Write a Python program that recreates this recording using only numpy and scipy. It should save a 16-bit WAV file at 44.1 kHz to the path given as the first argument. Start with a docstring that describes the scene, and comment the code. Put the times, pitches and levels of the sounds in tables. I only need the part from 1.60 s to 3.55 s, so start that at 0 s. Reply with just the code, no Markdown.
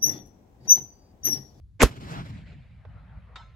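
"""A rifle shot close by on open scrubland: a faint swell of noise, a blast in several fronts, a deep thump.
Bushes, a slope and far hills send it back ever duller; late, a distant steel plate rings under the bullet.
A low outdoor rumble lies under all. Shaped noise makes the lead-in, fronts, roar, echoes and rumble;
sines that die away make the first tick, the pressure swings, the thump and the notes of the steel."""
import sys
import numpy as np
from scipy import signal
from scipy.fft import rfft, irfft, next_fast_len
from scipy.io import wavfile
from scipy.ndimage import uniform_filter1d, map_coordinates

SR = 44100
rng = np.random.default_rng(int(sys.argv[2]) if len(sys.argv) > 2 else 0)


def attenuation_scalar(level_db):
    """Turn a level in dB into a linear amplitude multiplier (20 dB per decade)."""
    decades = np.asarray(level_db, float) / 20
    return 10 ** decades


def output_pcm(signal):
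    """Save a mono or channel-first signal as 16-bit PCM at the path in sys.argv[1].

    Samples are clipped to [-1, 1] before scaling.
    """
    pcm = np.clip(np.atleast_2d(signal).T, -1, 1) * 32767
    wavfile.write(sys.argv[1], SR, np.round(pcm).astype(np.int16))


N = 85995

# In every noise colour below, the levels only matter relative to each other.
# Shock fronts, bursts of bright noise: (t/s, level/dB before doubling, length/s, left over right/dB)
SHOCK_FRONTS = [(.2190, -9, .0012, -2), (.2240, -15, .0015, -1), (.2272, -9, .0025, -2),
                (.2322, -9, .0018, -1), (.2366, -14, .002, 0)]
# How alike left and right are for wide, outdoor sounds: (f/Hz, likeness from 0 to 1)
WIDE = [(50, 0.9), (200, .9), (1000, .7), (4000, .6), (12000, .3)]
# The same for the blast and other short, sharp sounds: (f/Hz, likeness from 0 to 1)
COMPACT = [(50, 1), (1000, .8), (8000, .3), (12000, 0.13)]
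LEFT_LEADS_S = .0004  # the left channel of some echoes comes this much earlier


def unit(x):
    """Scales a signal to rms 1."""
    return x / np.sqrt(np.mean(x ** 2) + 1e-20)


def along(points, hz):
    """Reads a curve of (f/Hz, value) points along a log pitch axis."""
    f, v = np.transpose(points)
    return np.interp(np.log(hz + 1), np.log(f + 1), v)


def level(rows):
    """Gain per sample from (t/s, level/dB) rows, practically silent before the first."""
    s, db = np.transpose(rows)
    return attenuation_scalar(np.interp(np.arange(N) / SR, s, db, left=-150))


def pan(db):
    """Left and right gains that differ by db."""
    return attenuation_scalar(np.array([[db / 2], [-db / 2]]))


def fade_in(at_s, over_s):
    """A smooth step from 0 to 1, half way up at at_s."""
    return (1 + np.tanh((np.arange(N) / SR - at_s) / over_s / 2)) / 2


def decay(start_s, t60, rise_s):
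    """Seconds since a start, and an envelope that rises, then falls by 60 dB in each t60 seconds."""
    t = np.maximum(np.arange(N) / SR - start_s, 0)
    return t, attenuation_scalar(-60 * t / t60) * (1 - np.exp(-t / rise_s))


def ring(start_s, db, hz, t60, rise_s=1e-4):
    """A sine that dies away, like one freely swinging note."""
    t, shape = decay(start_s, t60, rise_s)
    return attenuation_scalar(db) * shape * np.sin(2 * np.pi * hz * t)


def rush(spectrum, alike, patchy_db=0, air_db=0, power=1, lead_s=0):
    """Coloured stereo noise in patches; air takes air_db per second at 1 kHz, more at higher pitch."""
    hz, t, z = signal.stft(rng.standard_normal((2, N)), SR, nperseg=1024)
    # Random patches, smoothed over pitch and time, are shared by both channels.
    patches = uniform_filter1d(rng.standard_normal(z.shape[1:]), size=8, axis=0)
    patches = unit(uniform_filter1d(patches, size=3, axis=1))
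    travel_s = np.maximum(t - SHOCK_FRONTS[0][0], 0)
    lost_db = np.minimum(air_db * (hz[:, None] / 1000) ** power * travel_s, 90)
    pair = signal.istft(z * attenuation_scalar(patchy_db * patches - lost_db), nperseg=1024)[1][:, :N]
    size = next_fast_len(N)
    hz = np.fft.rfftfreq(size, 1 / SR)
    # This angle shares the noise between middle and side to reach the wanted likeness.
    turn = np.arccos(np.clip(along(alike, hz), -1, 1)) / 2
    colour = unit(attenuation_scalar(along(spectrum, hz)))
    mid, side = rfft(pair, size) * colour * [np.cos(turn), np.sin(turn)]
    left = (mid + side) * np.exp(2j * np.pi * hz * lead_s)
    return irfft(np.array([left, mid - side]), size)[:, :N]


def lead_in():
    """A faint noise swells just before the blast, with a short high tick (a dying sine)."""
    # Swell of the noise: (t/s, level/dB)
    lead_in_swell = [(.193, -66), (.199, -33.5), (.206, -25), (.212, -20), (.218, -17), (.222, -38)]
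    # Colour of the noise: (f/Hz, relative level per Hz/dB)
    lead_in_colour = [(120, -33), (200, 1), (1600, -4.5), (2300, -5), (4400, -18.5), (7800, -15.5),
                      (8500, -36.5), (9500, -56.5), (16000, -72.5)]
    end_s = lead_in_swell[-1][0]
    cut_off = level([(0, 0), (end_s, 0), (end_s + .004, -120)])
    noise = level(lead_in_swell) * cut_off * rush(lead_in_colour, COMPACT)
    tick = pan(-9.5) * ring(.2062, -10.5, hz=2200, t60=0.009, rise_s=.0002)
    return noise + tick


def shock_fronts():
    """The blast arrives as several sharp pressure fronts, each a very short burst of noise."""
    # Colour of the crack: (f/Hz, relative level per Hz/dB)
    crack_colour = [(880, -30.5), (1500, -4), (1910, -5), (5420, -11.5), (7320, -3.5), (8950, -15.5),
                    (11400, -5.5), (13500, -25), (15100, -20.5), (16500, -37)]
    bursts = 0
    for start_s, db, length_s, left_db in SHOCK_FRONTS:
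        shape = decay(start_s, 3 * length_s, length_s / 4)[1]
        bursts = bursts + pan(left_db) * attenuation_scalar(db) * shape
    return 2 * bursts * rush(crack_colour, COMPACT)


def gas_jet():
    """The gas jet swings the pressure; a weak, delayed copy with opposite signs parts left from right."""
    # Pressure swings: (t/s, level/dB, f/Hz, time to fall 60 dB/s, direction +1 or -1)
    swing_rows = [(.21952, 2, 2400, .003, 1), (.2209, -3, 400, .015, -1), (.2245, -8, 1100, .008, -1),
                  (.2288, -4, 900, .01, 1), (.2300, -11, 240, .06, 1), (.2312, -4, 600, .01, 1),
                  (.2330, 2, 1150, .007, -1), (.2341, 2, 450, .017, -1), (.2392, -5, 125, .025, 1)]
    swings = 0
    for start_s, db, hz, t60, direction in swing_rows:
        # Each swing rises with a time constant of 0.16 of a cycle.
        swings = swings + direction * ring(start_s, db, hz, t60, 0.16 / hz)
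    # The copy comes 1 ms later and makes left and right differ.
    side_copy = attenuation_scalar(-13) * np.roll(swings, round(.001 * SR)) * [[-1], [1]]
    return swings + side_copy


def gas_cloud(start_s):
    """The gas cloud swells and collapses a few times: a deep sine that fades fast."""
    db, hz, fade_s = -9, 53.34, 0.021
    t = np.maximum(np.arange(N) / SR - start_s, 0)
    shape = np.exp(-(t / fade_s) ** 1.6) * (1 - np.exp(-t / .002))
    return attenuation_scalar(db) * shape * np.sin(2 * np.pi * hz * t)


def thump():
    """The gas cloud's deep pulse, stronger on the right and 1.3 ms later on the left."""
    start_s, left_lags_s = .2360, 0.0013
    return pan(-5.5) * [gas_cloud(start_s + left_lags_s), gas_cloud(start_s)]


def roar():
    """Burning gas and the nearest ground: low noise that dies away."""
    # Colour of the roar: (f/Hz, relative level per Hz/dB)
    roar_colour = [(100, -40.5), (200, -16), (400, -19.5), (600, -23.5), (1600, -28), (5700, -36),
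                   (8500, -41.5), (9270, -60), (10800, -36.5), (13000, -46), (13700, -59), (15500, -47),
                   (16500, -80)]
    shape = decay(0.2207, t60=0.12, rise_s=0.0067)[1]
    return attenuation_scalar(-10.5) * shape * rush(roar_colour, COMPACT)


def steel_plate():
    """The bullet smacks the far steel, which rings in many notes; the scrub scatters the smack."""
    # Notes of the steel, some in beating pairs: (f/Hz, level/dB relative to the plate, time to fall 60 dB/s)
    steel_notes = [(1040, -14, 0.61), (1310, -5.5, 0.38), (1330, -14, 0.81), (1318, -3, .07),
                   (1920, -33, 0.18), (2450, -29, 0.18), (3080, -24, .11), (3720, 6.5, 0.1),
                   (3560, -16, 0.18), (4140, -19.5, 0.48), (5100, -26.5, 0.52), (6170, -24.5, 0.37),
                   (6600, -38, 0.27), (7000, -31, 0.4), (7500, -28, 0.3)]
    # Colour of the smack: (f/Hz, relative level per Hz/dB)
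    smack_colour = [(180, -41), (300, -17), (923, -10), (1300, -3.5), (3320, -13), (3720, -9),
                    (5020, -23.5), (8150, -28.5), (9000, -56), (11700, -86), (19800, -120)]
    start_s, plate_db, rise_s = 1.7562, -43, .004
    waver_db, waver_per_s = 2.5, 25
    knots = np.arange(N) * waver_per_s / SR

    def waver():
        """The air on the long path makes a note's level wander at random."""
        return attenuation_scalar(waver_db * map_coordinates(rng.standard_normal(200), [knots]))

    def ringing():
        """All notes for one channel."""
        return sum(waver() * ring(start_s, plate_db + db, hz, t60, rise_s) for hz, db, t60 in steel_notes)

    notes = np.array([ringing(), ringing()])
    smack = attenuation_scalar(-33) * decay(start_s, .06, rise_s)[1] * rush(smack_colour, COMPACT)
    scatter = attenuation_scalar(-54) * decay(start_s, .4, 0.0033)[1] * rush(smack_colour, WIDE, patchy_db=7.0)
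    return notes + smack + scatter


def scrub_echo():
    """Near bushes scatter the blast back as noise, then the farther slope takes over."""
    # Strength of the echo: (t/s, level/dB before the gains below)
    echo_levels = [(0.25, -37), (0.284, -51), (0.292, -47), (0.304, -63), (0.314, -52), (0.352, -58),
                   (0.366, -51), (0.396, -60), (0.41, -51), (0.466, -52.5), (0.518, -45), (0.608, -52),
                   (0.64, -57), (0.664, -50), (0.682, -55.5), (0.706, -50.5), (0.714, -57), (0.776, -56),
                   (0.854, -65), (0.87, -58.5), (0.93, -60), (0.954, -67), (1.284, -76), (1.3, -71)]
    # Colour of the near bushes: (f/Hz, relative level per Hz/dB)
    bush_colour = [(160, -34.5), (280, -5.5), (470, -11), (1000, -11.5), (2100, -16.5), (4400, -21),
                   (7800, -29), (8600, -33), (9240, -61), (9800, -35), (11500, -32), (13000, -41.5),
                   (13700, -65), (15000, -39), (16000, -48), (16500, -78)]
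    # Colour of the farther slope, with its ground dip: (f/Hz, relative level per Hz/dB)
    slope_colour = [(190, -27), (330, -16), (420, -8.5), (600, -3.5), (1100, -15), (2100, -2.5),
                    (3500, -13), (4400, -14), (5900, -26), (7400, -16.5), (8600, -22), (9240, -46),
                    (10500, -27), (12500, -25), (13500, -67)]
    far = fade_in(0.76, 0.077)
    bushes = rush(bush_colour, WIDE, patchy_db=2.13, air_db=0.43, power=1.1, lead_s=LEFT_LEADS_S)
    slope = attenuation_scalar(1.5) * rush(slope_colour, WIDE, patchy_db=2.5, air_db=0.25, power=2.14)
    shape = fade_in(.285, .006) * level(echo_levels)
    return attenuation_scalar(3.5) * shape * ((1 - far) * bushes + far * slope)


def bank_echo():
    """A broad bank answers in one full swell of noise that starts and stops quickly."""
    # Colour of the bank: (f/Hz, relative level per Hz/dB)
    bank_colour = [(200, -30), (350, -2), (700, 0), (1400, -2), (3000, -12), (6000, -24), (8500, -38),
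                   (9000, -80)]
    start_s, length_s, edge_s = .52, .105, .008
    shape = fade_in(start_s, 2 * edge_s) * (1 - fade_in(start_s + length_s, edge_s))
    return attenuation_scalar(-45) * shape * rush(bank_colour, WIDE, patchy_db=2.5, lead_s=LEFT_LEADS_S)


def rolling_bass():
    """The echo's bass rolls on in waves; its upper part is lost very fast along the way."""
    # Waves of the roll: (t/s, level/dB)
    roll_levels = [(0.3, -38.5), (0.326, -44), (0.396, -46.5), (0.436, -34.5), (0.47, -43.5),
                   (0.602, -31.5), (0.672, -43.5), (0.722, -35), (0.868, -48), (0.92, -42.5), (1.072, -55),
                   (1.19, -50.5), (1.236, -56.5), (1.282, -40.5), (1.314, -50.5), (1.352, -45), (1.49, -49),
                   (1.558, -41.5), (1.608, -52), (1.844, -52), (1.894, -68.5), (1.95, -48.5)]
    # Colour of the bass: (f/Hz, relative level per Hz/dB)
    bass_colour = [(18, -58), (35, -14), (50, -10.5), (75, -4.5), (110, 2), (150, 2.5), (230, -4.5),
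                   (310, -7.5), (420, -12.5), (550, -26), (920, -120)]
    bass = rush(bass_colour, WIDE, patchy_db=2.0, air_db=307, power=2.434, lead_s=LEFT_LEADS_S)
    return level(roll_levels) * bass


def hill_echo():
    """Far hills return the blast late as noise, dulled by the long way through the air."""
    # Strength of the echo: (t/s, level/dB before the 8 dB lift below)
    hill_levels = [(1.1, -76.5), (1.27, -68.5), (1.35, -60.5), (1.43, -67), (1.49, -59.5), (1.56, -62),
                   (1.63, -68.5), (1.74, -57.5), (1.84, -70), (1.9, -83), (1.95, -93)]
    # Colour of the hills: (f/Hz, relative level per Hz/dB)
    hill_colour = [(180, -56), (300, -25), (367, -20), (613, -6.5), (1300, 0), (1940, -3.5), (2720, -32),
                   (3630, -36), (6000, -67.5), (7800, -85), (13200, -120)]
    shape = fade_in(1.15, 0.062) * level(hill_levels)
    return attenuation_scalar(8) * pan(2.518) * shape * rush(hill_colour, WIDE, patchy_db=3.5, air_db=4, power=1.8)


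def slap_echo():
    """One short sharp echo: a burst of noise, a little stronger on the right."""
    # Colour of the slap: (f/Hz, relative level per Hz/dB)
    slap_colour = [(250, -25), (380, -1), (700, 0), (1300, -10), (3000, -21), (6000, -40), (8000, -80)]
    shape = decay(1.2505, t60=.04, rise_s=.001)[1]
    return attenuation_scalar(-44) * pan(-3.5) * shape * rush(slap_colour, COMPACT)


def outdoor_rumble():
    """A steady low noise lies under everything."""
    # Colour of the rumble: (f/Hz, relative level per Hz/dB)
    rumble_colour = [(20, -62), (35, -20.5), (58, -6.5), (85, -9.5), (120, -15.5), (200, -32.5),
                     (300, -45.5), (550, -58.5), (2500, -66.5), (4500, -65.5), (8500, -73), (11300, -69.5),
                     (16000, -93.5)]
    return attenuation_scalar(-49.5) * rush(rumble_colour, WIDE, patchy_db=0.5)


def scene():
    """The shot, the steel plate and the echoes over the rumble."""
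    shot = lead_in() + shock_fronts() + gas_jet() + thump() + roar()
    echoes = scrub_echo() + bank_echo() + rolling_bass() + hill_echo() + slap_echo()
    return shot + steel_plate() + echoes + outdoor_rumble()


def top_cut(x):
    """Nothing passes above the cut-off."""
    return signal.sosfilt(signal.butter(12, 17000, fs=SR, output="sos"), x)


def record(dry):
    """The input stage rounds the highest peaks so that they stay below full scale."""
    knee = 5  # higher bends later and harder
    rounded = dry / (1 + np.abs(dry) ** knee) ** (1 / knee)
    return top_cut(rounded)


dry = scene()
out = record(dry)
output_pcm(out)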